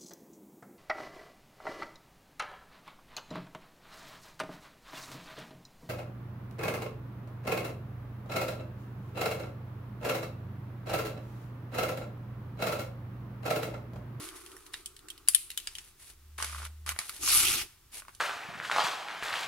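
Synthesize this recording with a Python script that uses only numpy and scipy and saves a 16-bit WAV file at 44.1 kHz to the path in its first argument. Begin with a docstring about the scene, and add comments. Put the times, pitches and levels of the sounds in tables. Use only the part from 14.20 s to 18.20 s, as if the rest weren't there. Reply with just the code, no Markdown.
"""A plastic utility knife ticks and rattles in gloved hands; its steel blade snaps home twice and rings.
A padded paper envelope sticks, slips and buckles on a table while a low hum swells and stops.
The blade then rips along it in one stroke, snapping fibres; the slit rings lower as it grows.
Small quiet room, stereo microphone above the table."""
import sys
import numpy as np
from scipy import signal
from scipy.fft import rfft, irfft
from scipy.io import wavfile

SR = 44100
rng = np.random.default_rng(int(sys.argv[2]) if len(sys.argv) > 2 else 0)


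def wav_record(signal):
    """Record a signal, one row per channel, as 16-bit PCM in the file named by sys.argv[1]."""
    frames = np.transpose(np.atleast_2d(signal))
    bounded = np.clip(frames, -1, 1)
    # unit amplitude maps onto the largest positive 16-bit level
    quanta = np.round(bounded * 32767).astype(np.int16)
    wavfile.write(sys.argv[1], SR, quanta)


N = 176400

# blade locks: t/s, level/dB, body/dB, crack/dB, treble/dB, handle resonance/Hz, ring/dB, ring decay/s
SNAPS = [(1.0854, -9, -30.5, -21, -12, 4780, 9, 0.001), (1.1475, -8, -33.5, -16.5, -14, 3090, 5, 0.0022)]
# paper response: f/Hz, level/dB
PAPER = [(250, -22), (800, -13.5), (1180, -1), (1480, -4), (2100, -3), (3000, -4.5), (7500, -9),
         (10500, -3), (16000, -28.5)]
FAST_EDGE_S, SLOW_EDGE_S = 0.0047, 0.042


def knife():
    """The slider ticks, the loose blade rattles and twice snaps home in the plastic handle."""
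    # slider: t/s, level/dB, body/dB, crack/dB, treble/dB, handle resonance/Hz
    clicks = [(0.366, -35.5, -10.5, -26, -10.5, 5600), (0.54, -22.5, -14, -11.5, -21.5, 3680),
              (0.659, -28.5, -49, -8, -6, 3140), (0.885, -39.5, -13.5, -6.5, -7.5, 1570),
              (0.902, -28, -36, -8, -12, 3140), (1.303, -23.5, -24.5, -15.5, -14, 2660),
              (1.375, -16.5, -27.5, -12, -13, 3050), (1.472, -22, -16.5, -9.5, -14.5, 4840),
              (1.552, -29.5, -29, -5.5, -14.5, 2970), (1.584, -19, -28.5, -19, -24, 5670),
              (3.949, -48.5, -30, -5, -1.5, 6000)]
    faint_ticks = [(0.088, -30), (.262, -33.5), (.317, -37.5), (.464, -36.5), (.536, -27.5), (.765, -34.5),
                   (0.791, -39), (.978, -36.5), (1.076, -26), (1.136, -31), (1.315, -29), (1.4, -30.5),
                   (2.964, -32.5)]  # faint slider ticks and loose-blade rattles, with common band levels: t/s, level/dB
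    handle = [(700, -22), (1250, -8), (1800, 0), (2250, -5), (3100, 3), (6000, -6), (9500, 2), (15000, -16)]  # handle response: f/Hz, level/dB
    faint_bands_db = (-27, -14, -16)
    ticks = knocks(clicks + [(*row, *faint_bands_db) for row in faint_ticks], handle, decay_s=0.0018)
    snaps = knocks([row[:-2] for row in SNAPS], handle, decay_s=0.002)
    return undb(-1) * ticks + undb(1.5) * snaps


def blade_ring():
    """The steel rings briefly at each snap, beamed at the left microphone."""
    modes = [(10050, -9), (10145, -8.5), (9030, -14.5), (11300, -17), (8500, -17)]  # steel modes: f/Hz, level/dB
    out, t = np.zeros(N), np.arange(SR // 20) / SR
    steel = sum(undb(db) * np.sin(2 * np.pi * hz * t) for hz, db in modes)
    attack = 1 - np.exp(-t / 0.0009)
    for at_s, *_, ring_db, decay_s in SNAPS:
        i = int(at_s * SR)
        out[i:i + len(t)] += steel * attack * np.exp(-t / decay_s) * undb(ring_db)
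    return out * pan(left_over_right_db=10)


def cut():
    """The blade snaps fibres by the thousand, catching and running; the growing slit rings lower."""
    levels = [(2.99, -58.5, -56, -59), (3.033, -35, -39.5, -51), (3.07, -33.5, -34, -56),
              (3.11, -27.5, -28, -51.5), (3.17, -21.5, -28.5, -51.5), (3.205, -26.5, -27, -49),
              (3.28, -30, -29.5, -47.5), (3.36, -33.5, -31.5, -46.5), (3.425, -41, -38, -52.5),
              (3.465, -64, -66, -55.5)]  # stroke: t/s, treble/dB, middle/dB, bass/dB
    # tearing paper spectra: f/Hz, level/dB
    treble = [(5000, -40.5), (7500, -37), (8800, -8.5), (10000, 4.5), (11200, 1.5), (12300, -6.5),
              (13500, -15.5), (16000, -19)]
    middle = [(500, -15.5), (800, -15.5), (1300, 0.5), (1700, -9), (2400, 2), (3700, -1), (5200, 2),
              (9000, 0), (16000, -20)]
    bass = [(30, -7), (80, 1.5), (230, -10.5), (370, 1.5), (520, -16.5), (900, -10.5), (2000, -100)]
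    balance = [(1500, -0.5), (7400, -1), (9600, 5), (11200, 2.5), (12800, -11.5), (16000, 6)]  # stereo balance: f/Hz, left over right/dB
    slit_hz, settle_s, slit_db, flicker_db = (9000, 2150), 0.12, 4, 2
    start_s, end_s = levels[0][0], levels[-1][0]
    catch = undb(-0.74 * walk(130.8)) * stroke(start_s, end_s, 0, 0, FAST_EDGE_S)
    fibres = grains(per_s=9000, spread_db=2)
    tear = sum(unit(colour(fibres, shape)) * undb(curve(levels, k + 1))
               for k, shape in enumerate((treble, middle, bass)))
    sides = undb(along(balance, N) * np.array([[.5], [-.5]]))
    tear = irfft(rfft(tear * catch) * sides, N)
    opening = 1 - np.exp((start_s - np.arange(N) / SR) / settle_s)
    slit_band = band_of(np.interp(opening, [0, 1], slit_hz))
    return sum(band * undb(flicker_db * walk(55) + slit_db * np.exp(-(k - slit_band) ** 2))
               for k, band in enumerate(bands_of(tear)))


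def creases():
    """Padded paper buckles crisply, the blade pierces it twice, the paper taps the table dully and gives one
    tiny low crunch under the palm."""
    buckles = [(2.225, -16.5), (2.245, -21), (2.451, -26.5), (2.663, -27.5), (2.691, -15.5), (2.789, -15),
               (2.894, -22), (3.076, -15.5), (3.094, -17)]  # paper buckles, then at 3.076 and 3.094 s the blade piercing the envelope: t/s, level/dB
    taps = [(2.187, -27), (2.201, -22.5), (2.675, -31), (2.71, -27.5), (2.762, -29.5), (3.82, -35.5),
            (3.85, -41.5), (3.882, -32.5), (3.892, -38)]  # table taps: t/s, level/dB
    padding = [(150, 1.5), (750, 4), (1500, -22)]  # padding response: f/Hz, level/dB
    buckle_bands_db, tap_bands_db = (-16, -14, -13), (-9.5, -22.5, -24)
    rows = [(*row, *buckle_bands_db) for row in buckles] + [(*row, *tap_bands_db) for row in taps]
    crunch = unit(colour(noise(N), padding)) * stroke(2.5, 2.5, -47.5, -54.5, FAST_EDGE_S)
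    return undb(-2) * knocks(rows, PAPER, decay_s=0.0018) + crunch


def envelope_drag():
    """Paper sticks and slips over the table, hissing as it goes."""
    drags = [(-.03, 0.333, -52.5, -69), (2.18, 2.268, -44.5, -44.5), (2.265, 2.475, -45.5, -51),
             (2.664, 2.726, -45, -40.5), (2.799, 2.861, -42, -55.5)]  # drag strokes: start/s, end/s, start level/dB, end level/dB
    slips_per_s, slip_decay_s = 51, 0.0027
    jitter, slip_db = rng.standard_normal((1000, 2)).T
    at = (np.cumsum(np.exp(0.44 * jitter)) / slips_per_s * SR).astype(int)
    slips = np.zeros(N)
    slips[at[at < N]] = undb(slip_db[at < N])
    gate = signal.lfilter([1], [1, -np.exp(-1 / (slip_decay_s * SR))], slips)
    judder = colour(gate * noise(N), PAPER)
    judder = unit(colour(judder, [(1500, 19), (5000, -17)]))
    hiss = colour(grains(per_s=6000, spread_db=1.5), PAPER)
    hiss = unit(colour(hiss, [(1300, -7), (4000, -5.5)]))
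    motion = sum(stroke(*row, FAST_EDGE_S) for row in drags)
    return motion * (undb(-2) * judder + undb(2.5) * hiss)


def gloves():
    """Soft, fine friction on knife and paper."""
    rubs = [(-.03, 0.114, -41, -56), (0.141, 0.516, -54, -62.5), (0.537, .7, -46, -76),
            (1.3, 1.71, -59.5, -56), (1.79, 1.928, -54.5, -53), (2.778, 3.005, -49.5, -48.5),
            (3.731, 3.795, -45.5, -40), (3.814, 4.02, -68.5, -66)]  # rub strokes: start/s, end/s, start level/dB, end level/dB
    glove = [(600, -7.5), (1300, -4), (2200, -0.5), (3200, -0.5), (7500, -2), (10000, 5.5), (16000, -14.5)]  # friction spectrum: f/Hz, level/dB
    friction = unit(colour(grains(per_s=12000, spread_db=3.5), glove)) * undb(2 * walk(70))
    return friction * sum(stroke(*row, SLOW_EDGE_S) for row in rubs)


def hum():
    """A low, drifting tone swells and stops."""
    track = [(1.92, 71.4, -73), (2.066, 74.8, -54.5), (2.39, 73.6, -42), (2.56, 76.4, -48),
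             (2.745, 75.4, -44.5), (2.79, 75, -71)]  # hum: t/s, f/Hz, level/dB
    tone = np.sqrt(2) * np.sin(2 * np.pi * np.cumsum(curve(track, 1)) / SR)
    return tone * undb(curve(track, 2)) * stroke(track[0][0], track[-1][0], 0, 0, SLOW_EDGE_S)


def background():
    """Steady room air and a wavering hollow noise near 350 Hz, fainter near 1300 Hz."""
    # noise spectra: f/Hz, level/dB
    air_shape = [(12, -40), (20, 3.5), (81, -2.5), (270, -21.5), (574, -27.5), (976, -22), (16000, -24)]
    hollow_shape = [(190, -34.5), (300, -0.5), (380, 2.5), (540, -19), (900, -14.5), (1280, -5.5),
                    (2600, -34)]
    hollow_level = [(0, -52.5), (.35, -58.5), (.75, -70), (1, -59.5), (1.2, -74), (4, -78)]  # hollow noise: t/s, level/dB
    air, hollow = (unit(colour(noise(N), shape)) for shape in (air_shape, hollow_shape))
    return undb(-61) * air + undb(curve(hollow_level, 1) + 3 * walk(20)) * hollow


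def room(x):
    """Quick table reflections, then a diffuse tail as each band's stored energy dies away."""
    early_decay_s, early_db, t60_s, tail_db = 0.0087, -5.5, 0.42, -11
    t = np.arange(SR // 8) / SR
    reflections = unit(noise(len(t)) * np.exp(-t / early_decay_s) * (t > .002)) / np.sqrt(len(t))
    early = signal.fftconvolve(x, reflections, axes=1)[:, :N]
    retained = np.exp(-2 * np.log(1000) / (t60_s * SR))
    tail = 0
    for band, diffuse in zip(bands_of(x), bands_of(noise(N))):
        energy = signal.lfilter([1 - retained], [1, -retained], np.mean(band ** 2, axis=0))
        tail += np.sqrt(energy) * unit(diffuse)
    return undb(early_db) * early + undb(tail_db) * tail


def knocks(rows, response, decay_s, size=4096):
    """Dying bursts through a body whose resonances shift with the grip; plastic adds a ringing peak."""
    bands = [(1000, 2200), (2200, 6000), (8000, 13000)]  # body, crack and treble bands: low/Hz, high/Hz
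    attack_s, plastic_db, plastic_width_hz = 0.00041, 11.5, 180
    out, t, hz = np.zeros((2, N + size)), np.arange(size) / SR, np.fft.rfftfreq(size, 1 / SR)
    for at_s, db, body_db, crack_db, treble_db, *resonances_hz in rows:
        grip = np.exp(0.06 * rng.standard_normal())
        burst = noise(size) * np.exp(-t / decay_s) * (1 - np.exp(-t / attack_s))
        burst = colour(burst, [(f * grip, level) for f, level in response])
        for f in resonances_hz:
            peak = signal.iirpeak(f, f / plastic_width_hz, fs=SR)
            burst = burst + undb(plastic_db) * signal.lfilter(*peak, burst)
        # tilt towards the row's band levels, energy taken over 4 ms
        power = np.mean(abs(rfft(burst)) ** 2, axis=0) * 2 / size / (SR * .004)
        tilt = [(np.sqrt(lo * hi), band_db - 10 * np.log10(power[(hz > lo) & (hz < hi)].sum()))
                for (lo, hi), band_db in zip(bands, (body_db, crack_db, treble_db))]
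        i = int(at_s * SR)
        out[:, i:i + size] += colour(burst, tilt) * undb(db)
    return out[:, :N]


def grains(per_s, spread_db):
    """Tiny fractures at random times, a few larger than the rest."""
    events = rng.random(N) < per_s / SR
    sizes = undb(spread_db * np.minimum(rng.exponential(size=N), 5))
    return unit(pair(events * sizes * rng.standard_normal((2, N))))


def stroke(start_s, end_s, start_db, end_db, edge_s):
    """Gain ramp with soft edges."""
    t = np.arange(N) / SR
    gate = np.clip(np.minimum(t - start_s, end_s - t) / edge_s + .5, 0, 1)
    return gate * undb(np.interp(t, [start_s, end_s], [start_db, end_db]))


def pair(x):
    """Two unrelated signals to left and right, alike in the bass."""
    likeness = [(60, 1), (250, 0.82), (600, 0.14), (1200, 0.89), (2500, 0.52), (10000, 0.05)]  # left-right likeness: f/Hz, correlation
    n = x.shape[-1]
    correlation = np.clip(along(likeness, n), -.999, .999)
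    mid, side = irfft(rfft(x) * np.sqrt([1 + correlation, 1 - correlation]), n)
    return np.array([mid + side, mid - side]) / 2


def noise(size):
    """Stereo white noise."""
    return pair(rng.standard_normal((2, size)))


def colour(x, table):
    """Minimum-phase filter from a table of f/Hz, level/dB."""
    n = x.shape[-1]
    cepstrum = irfft(np.log(undb(along(table, n))), n)
    cepstrum[1:n // 2] *= 2
    cepstrum[n // 2 + 1:] = 0
    return irfft(rfft(x) * np.exp(rfft(cepstrum)), n)


def along(table, size):
    """Table of f/Hz, value, read at each FFT bin."""
    hz, value = np.array(table).T
    return np.interp(np.log(np.fft.rfftfreq(size, 1 / SR) + 1), np.log(hz), value)


def curve(table, column):
    """Column of a time table, read at each sample."""
    rows = np.array(table)
    return np.interp(np.arange(N) / SR, rows[:, 0], rows[:, column])


def walk(hz):
    """Smooth random drift, rms 1."""
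    return unit(np.interp(np.arange(N) * hz / SR, np.arange(4000), rng.standard_normal(4000)))


def band_of(hz):
    """Fractional band index; bands widen towards the treble."""
    return np.sqrt(np.asarray(hz) / 80)


def bands_of(x):
    """Split into 16 overlapping bands."""
    spectrum, place = rfft(x), band_of(np.fft.rfftfreq(N, 1 / SR))
    return [irfft(spectrum * np.clip(1 - abs(place - k), 0, 1), N) for k in range(16)]


def pan(left_over_right_db):
    """Constant-power stereo gains."""
    return unit(undb(left_over_right_db * np.array([[.5], [-.5]])))


def undb(db):
    """Decibels to gain."""
    return 10 ** (np.asarray(db) / 20)


def unit(x):
    """Scale to rms 1."""
    return x / np.sqrt(np.mean(x ** 2) + 1e-20)


def scene():
    """All sources in the room; sound reaches the right microphone slightly later."""
    right_lag_s = 3e-5
    hits, ring = knife() + creases(), blade_ring()
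    friction = envelope_drag() + gloves() + cut()
    reverb = room(hits + undb(-5) * ring + undb(-4) * friction)
    left, right = hits + ring + friction + reverb + hum() + background()
    delay = np.exp(-2j * np.pi * np.fft.rfftfreq(N, 1 / SR) * right_lag_s)
    return np.array([left, irfft(rfft(right) * delay, N)])


def record(dry):
    """Clip near full scale, then low-pass."""
    top_hz = 15750
    lowpass = signal.ellip(12, .1, 90, top_hz, fs=SR, output="sos")
    return signal.sosfilt(lowpass, np.clip(dry, -.97, .97))


dry = scene()
out = record(dry)
wav_record(out)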